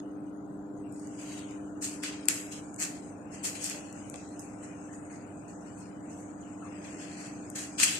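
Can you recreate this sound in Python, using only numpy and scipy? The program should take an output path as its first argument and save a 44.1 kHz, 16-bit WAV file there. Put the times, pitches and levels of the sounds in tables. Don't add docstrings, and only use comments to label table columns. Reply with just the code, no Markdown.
import sys
import numpy as np
from scipy import signal
from scipy.fft import rfft, irfft
from scipy.io import wavfile
from scipy.ndimage import uniform_filter1d

SR = 44100
rng = np.random.default_rng(int(sys.argv[2]) if len(sys.argv) > 2 else 0)


def transcribe(signal):
    frames = np.atleast_2d(signal).T
    limited = np.clip(frames, -1, 1)
    pcm = np.round(limited * 32767).astype(np.int16)
    wavfile.write(sys.argv[1], SR, pcm)


def volts_from_db(level):
    exponent = np.asarray(level, float) / 20
    return 10 ** exponent


N = 352359


def level(x, db):
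    return x * volts_from_db(db) / np.sqrt(np.mean(x ** 2))


def resonate(x, hz, width_hz):
    return signal.lfilter(*signal.iirpeak(hz, hz / width_hz, SR), x)


def band(x, lo_hz, hi_hz):
    return signal.sosfilt(signal.butter(3, [lo_hz, hi_hz], "band", fs=SR, output="sos"), x)


def on_log(hz, curve):
    points_hz, values = np.transpose(curve)
    return np.interp(np.log(hz), np.log(points_hz), values)


def wander(rate_hz):
    hold = int(SR / rate_hz)
    steps = np.repeat(rng.standard_normal(640), hold)[:N]
    return 1.01 * uniform_filter1d(uniform_filter1d(steps, hold), hold)


def sides(db):
    return volts_from_db(np.array([db, -db]) / 2)


# frequency in Hz, density in dB per Hz.
AIR_SPECTRUM = [(15, -83), (25, -32.5), (112, -10), (236, -7.5), (294, -7), (318, -7.5), (352, -11),
                (547, -14), (695, -14), (1190, -24), (1430, -24), (2130, -42), (2410, -36), (3000, -39.5),
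                (3900, -102.5), (6600, -120)]
# frequency in Hz, left minus right in dB.
AIR_LEFT = [(60, 0.5), (200, 2.5), (700, -1), (1300, 10), (2400, 16.5), (4400, 29.5)]


def air():
    hz = np.fft.rfftfreq(N, 1 / SR)[1:]
    mid, side = rfft(rng.standard_normal((2, N)))[:, 1:]
    alike = 1 / (1 + (hz / 450) ** 2.46 + (30 / hz) ** 2)
    pair = np.sqrt(1 + alike) * mid + np.sqrt(1 - alike) * side * np.array([[1], [-1]])
    pair = pair * volts_from_db(on_log(hz, AIR_SPECTRUM)) * sides(on_log(hz, AIR_LEFT))
    rush = 0
    for octave in np.arange(-5.5, 2.5, 0.5):
        share = np.cos(np.pi * np.clip(np.log2(hz / 1000) - octave, -0.5, 0.5)) ** 2
        half_octave = irfft(np.pad(pair * share, ((0, 0), (1, 0))), N)
        rush = rush + volts_from_db(0.93 * wander(5.6)) * half_octave
    rush = level(rush, -47)
    shield = 0.5 * (1 - np.interp(np.arange(N) / SR, [0.9, 1.3], [0, 1]))
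    high_pass = signal.butter(2, 1500, "high", fs=SR, output="sos")
    return rush - shield * signal.sosfiltfilt(high_pass, rush)


# frequency in Hz, left level in dB and right level in dB at the
# first place of the phone, left level in dB and right level in dB at the second, left phase lead in radians.
TONES = [(100.1, -69, -71, -63, -65, .2), (200.2, -54, -52, -57, -55, .6), (300.26, -43, -44, -49, -47, .1),
         (400.4, -56, -54, -64, -67, .4), (500.4, -61, -66, -63, -68, .3), (600.5, -68, -77, -65, -65, 0),
         (700.6, -66, -66, -69, -60, -.7), (800.7, -68, -71, -61, -73, 1.2),
         (1001, -72, -74, -72, -74, 1.1), (102.4, -72, -74, -65, -67, .2), (181.9, -68, -72, -58, -59, .15),
         (236.7, -72, -72, -63, -58, .1), (281.5, -52, -49, -54, -55, -.3)]
# time in seconds, share of the second place from 0 to 1.
PLACE = [
    (0, 0),
    (2.1, 0.051),
    (3.2, 1),
    (4.2, 0.92),
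    (8, 1),
]


def hum():
    t = np.arange(N) / SR
    place = np.interp(t, *np.transpose(PLACE))
    drone = 0
    for hz, left_1, right_1, left_2, right_2, lead in TONES:
        left_db = left_1 + (left_2 - left_1) * place
        right_db = right_1 + (right_2 - right_1) * place
        gain = np.sqrt(2) * volts_from_db(np.array([left_db, right_db]) + 0.36 + wander(2.47))
        phase = 2 * np.pi * (hz * t + rng.random()) + np.array([[lead], [0]])
        drone = drone + gain * np.sin(phase)
    return drone


def still_room():
    return level(band(rng.standard_normal((2, N)), 2600, 10000), -66.5)


# start in seconds, level in dB, frequency in Hz,
# bandwidth in Hz, length in seconds.
BUMPS = [(0.785, -66.5, 2790, 150, 0.13), (1.17, -57.5, 3030, 590, 0.43), (7.835, -39, 2750, 500, 0.08),
         (3.738, -40, 230, 60, 0.02), (3.74, -47.5, 608, 50, 0.077), (4.135, -46, 560, 200, 0.028),
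         (4.674, -58, 2490, 70, 0.084), (4.882, -57, 1750, 70, 0.043), (5.115, -58.5, 2040, 69.5, 0.042),
         (6.605, -51.5, 1260, 120, 0.045), (6.624, -53, 1150, 100, 0.074)]


def bumps():
    t = np.arange(N) / SR
    noise = rng.standard_normal((2, N))
    rubs = 0
    for start_s, db, hz, width_hz, length_s in BUMPS:
        rub = noise[0] + noise * min(hz / 1500, 1)
        rub = level(resonate(rub, hz, width_hz), db)
        swell = np.sin(np.pi * np.clip((t - start_s) / length_s, 0, 1) ** 1.06)
        rubs = rubs + rub * sides(4)[:, None] * swell
    return rubs


# frequency in Hz, bandwidth in Hz, level in dB.
TRAY = [
    (1430, 1070, -5),
    (1950, 690, 3.5),
    (2653, 270, 4.5),
    (3187, 710, -4.5),
    (4700, 1250, -8.5),
]


def tray(x, modes):
    ring = 0
    for k, (hz, width_hz, db) in enumerate(modes):
        wide_hz = 1.86 * width_hz
        mode = resonate(resonate(x, hz, wide_hz), hz, wide_hz)
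        ring = ring + (-1) ** k * volts_from_db(db) * mode
    return ring


def tile_reflections(x, t60_s, start_s):
    s = np.arange(SR // 2) / SR
    decay = np.exp(-np.log(1000) * s / t60_s) * (s >= start_s)
    tail = rng.standard_normal((2, SR // 2)) * decay
    tail = tail / np.sqrt(np.sum(tail ** 2, axis=1, keepdims=True))
    return signal.fftconvolve(x * np.ones((2, 1)), tail, axes=1)[:, :N]


# time in seconds, peak level in dB, left minus right in dB,
# tray-wall ring in dB relative to the crack.
TICKS = [(0.001, -40.5, -1, 10.5), (0.924, -41.5, 17, -32), (0.997, -38, 2, -17), (1.072, -38, -12, -18),
         (1.214, -49, 5, -17), (1.51, -45, 17.5, -23), (1.824, -30, -3, -1), (2.036, -24, 8, 3),
         (2.256, -37, 14, -8), (2.2852, -8.5, 17.5, 2), (2.7428, -35, 16, -30.5), (2.762, -35, 6, -25),
         (2.801, -24.5, 14.5, -34), (2.8264, -19, 7, -25), (2.8384, -24, 9, -31), (3.445, -34, 10, 4),
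         (3.643, -26, 17, -22), (3.927, -35.5, 7, -19), (4.099, -39.5, 31, -25), (4.1417, -32.5, 3, 6.5),
         (4.1585, -34, 9, 0.5), (4.3944, -34, -13, -24), (4.931, -39.5, 0, -11.5),
         (7.501, -30.5, 11, -34.5), (7.7997, -14, 7, -0.5), (7.8334, -9.5, -1, 5.5),
         (7.8379, -9.5, 16, -32), (3.698, -26, 13, -20), (7.952, -25, 4, -22)]


def ticks():
    length = 400
    crack, ring = np.zeros((2, 2, N + length))
    fade = np.exp(-np.arange(length) / SR / 0.00085)
    for start_s, db, left_db, wall_db in TICKS:
        noise = rng.standard_normal((2, length))
        at = slice(int(start_s * SR), int(start_s * SR) + length)
        crack[:, at] += volts_from_db(db + 2) * sides(left_db)[:, None] * fade * noise
        ring[:, at] += volts_from_db(db + wall_db + 7.5) * fade * (0.32 * noise[0] + noise)
    bright = band(crack, 4300, 12400) + volts_from_db(-8.5) * band(crack, 12400, 15500)
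    hits = (bright + tray(ring, TRAY))[:, :N]
    return hits + volts_from_db(-6.5) * tile_reflections(hits.mean(axis=0), 0.55, 0.0038)


def stroke(t, rise_s, hold_s, settle_db_per_s, tiles_db):
    after = np.maximum(t - rise_s - hold_s, 0)
    rise = np.clip(t / rise_s, 0, 1) ** 2.02
    near = rise * volts_from_db(-2 * settle_db_per_s * after)
    tiles = rise * volts_from_db(2 * (tiles_db - 58.5 * after))
    return np.array([near * (after == 0), near * (after > 0), tiles])


# start in seconds, rise in seconds, grain level in dB,
# low tray-wall ring in dB and high tray-wall ring in dB relative to the grains.
SWIPES = [(0.76, 0.0084, -62, -17, -25), (1.807, 0.037, -34, -13, -14.5), (2.02, 0.024, -38.5, -2.5, -3),
          (2.279, 0.019, -35, -5, -9.5), (2.505, .021, -42.5, -16, -10), (2.777, 0.053, -33.5, -9, -14.5),
          (3.3, 0.051, -49, -3.5, -8), (3.428, 0.028, -31, -14.5, -16), (3.599, 0.066, -33, -14.5, -17),
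          (3.68, 0.031, -46, -4, -4), (4.135, 0.054, -53.5, -11, -3), (4.39, 0.0064, -47.5, -17, -25),
          (4.622, 0.012, -50, -6, -16), (4.918, 0.017, -51, -3, -26), (5.475, 0.0069, -53, -7, -19),
          (6.09, 0.013, -52, -9, -16), (7.548, 0.011, -38, -7, -15), (7.776, 0.034, -28, -7.5, -3.5),
          (7.817, 0.014, -22, -11.5, -11)]
# start in seconds, length in seconds, grain level in dB,
# low tray-wall ring in dB and high tray-wall ring in dB relative to the grains.
DRAGS = [(0.92, .25, -58, -28, -18), (1.18, 0.2, -51.5, -7, -8), (1.42, 0.12, -64, 1.5, -17),
         (3.54, 0.063, -49, -8, -6), (3.929, 0.18, -63.5, -3, -5), (4.1, .03, -60, -16, -18),
         (5.09, 0.052, -56.5, -0.5, -13), (5.33, 0.041, -70, -6, -22), (5.6, 0.17, -78, -9, -6),
         (5.76, 0.053, -57, -16, -10.5), (6.1, 0.096, -60, -18, -14), (6.4, 0.038, -60, -19, -8),
         (6.63, 0.25, -64, 4, -1), (6.83, .3, -55.5, 0.5, -4.5), (7.158, 0.099, -51.5, -0.5, -6.5),
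         (7.569, 0.026, -39.5, -10, -13)]
# time in seconds, grain level in dB.
SHIFT = [(0, -80), (.8, -69), (1., -62), (1.5, -60), (1.78, -68), (2.7, -61), (3.05, -67), (3.28, -63.5),
         (3.9, -61), (4.3, -60), (4.6, -58), (5.3, -61), (5.45, -62), (5.7, -59.5), (6.05, -61.5),
         (6.6, -61), (7.45, -56.5), (8, -56.5)]


def paws():
    hop = 16
    t = np.arange(0, N, hop) / SR
    part_left = sides(np.array([3, 0, 3.5])) ** 2
    shift = volts_from_db(2 * (np.interp(t, *np.transpose(SHIFT)) + wander(6)[::hop]))
    layers = volts_from_db(2 * np.array([0, -30.5, -5, -14]))[:, None, None]
    power = layers * sides(3)[:, None] ** 2 * shift
    strokes = [(s, rise_s, 0, *levels) for s, rise_s, *levels in SWIPES]
    strokes += [(s, 0.015, hold_s, *levels) for s, hold_s, *levels in DRAGS]
    for start_s, rise_s, hold_s, db, low_db, high_db in strokes:
        motion = (t - start_s, max(rise_s, 1e-3), hold_s)
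        clack = part_left @ stroke(*motion, 236.5, -12.5)
        sizzle = part_left @ stroke(*motion, 184, -13)
        wall = part_left @ stroke(*motion, 151, -7.5)
        power = power + volts_from_db(2 * db) * np.array([clack, sizzle, volts_from_db(2 * low_db) * wall, volts_from_db(2 * high_db) * wall])
    return np.repeat(np.sqrt(power), hop, axis=2)[:, :, :N]


def rake():
    clack_gain, sizzle_gain, low_gain, high_gain = paws()
    sizes_db = np.minimum(2.4 * rng.exponential(size=N), 15) + 1.28 * wander(40)
    grains = volts_from_db(sizes_db) * rng.standard_normal((2, N))
    clack = level(band(grains, 3960, 8710), -1.8)
    sizzle = level(band(grains, 10000, 13740), -8.5) + level(band(grains, 12980, 14500), -13.5)
    sizzle = sizzle * sides(6.5)[:, None]
    low_wall = level(tray(grains, TRAY[:2]), 7.06)
    high_wall = level(tray(grains, TRAY[2:]), 10.3)
    return clack * clack_gain + sizzle * sizzle_gain + low_wall * low_gain + high_wall * high_gain


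# frequency in Hz, bandwidth in Hz, boost in dB.
PORTS = [
    (8010, 1315, 14),
    (6680, 760, 15.5),
]


def scene():
    litter = rake() + ticks() + still_room()
    litter = litter - 0.38 * resonate(litter, 3665, 380)
    ported = [x + volts_from_db(db) * resonate(x, hz, width_hz) for x, (hz, width_hz, db) in zip(litter, PORTS)]
    return volts_from_db(-9) * np.array(ported) + bumps() + hum() + air()


def low_pass(x):
    return signal.sosfilt(signal.butter(12, 15550, fs=SR, output="sos"), x)


def record(dry):
    hiss = signal.lfilter([1], [1, -0.5], rng.standard_normal((2, N)))
    hiss = level(hiss, -76.5) * sides(-2.2)[:, None]
    hz, _, (z, hiss) = signal.stft(np.array([dry, hiss]), SR, nperseg=512)
    hz = hz[:, None]
    above_hum = 1 / (1 + (1900 / (hz + 1)) ** 6)
    power = uniform_filter1d(np.abs(z) ** 2, size=3, axis=1)
    held = signal.lfilter([0.3], [1, -0.7], power)
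    chance = rng.standard_normal(z.shape) + rng.standard_normal(z.shape[1:])
    patches = uniform_filter1d(uniform_filter1d(chance, size=3, axis=1), size=15, axis=2)
    error = patches * np.sqrt(45 / 2)
    masked = volts_from_db(2 * -27) * uniform_filter1d(held * above_hum, size=61, axis=1)
    wary = 1 + 2.8 / (1 + ((hz - 3900) / 900) ** 2)
    noise = (volts_from_db(2 * -78.5) + masked) * wary * volts_from_db(2 * 6 * error) * above_hum
    heard = np.maximum(power / 3, held) + 1e-18
    gain = np.clip(1 - (noise / heard) ** 2, volts_from_db(-36), 1)
    gain = gain * volts_from_db(-2 * error * above_hum)
    x = signal.istft(z * gain + hiss * (error < 1), SR, nperseg=512)[1][:, :N]
    x = 0.8 * np.tanh(x / 0.8)
    x = signal.sosfilt(signal.ellip(6, 0.3, 30, 14200, fs=SR, output="sos"), x)
    return low_pass(x)


dry = scene()
out = record(dry)
transcribe(out)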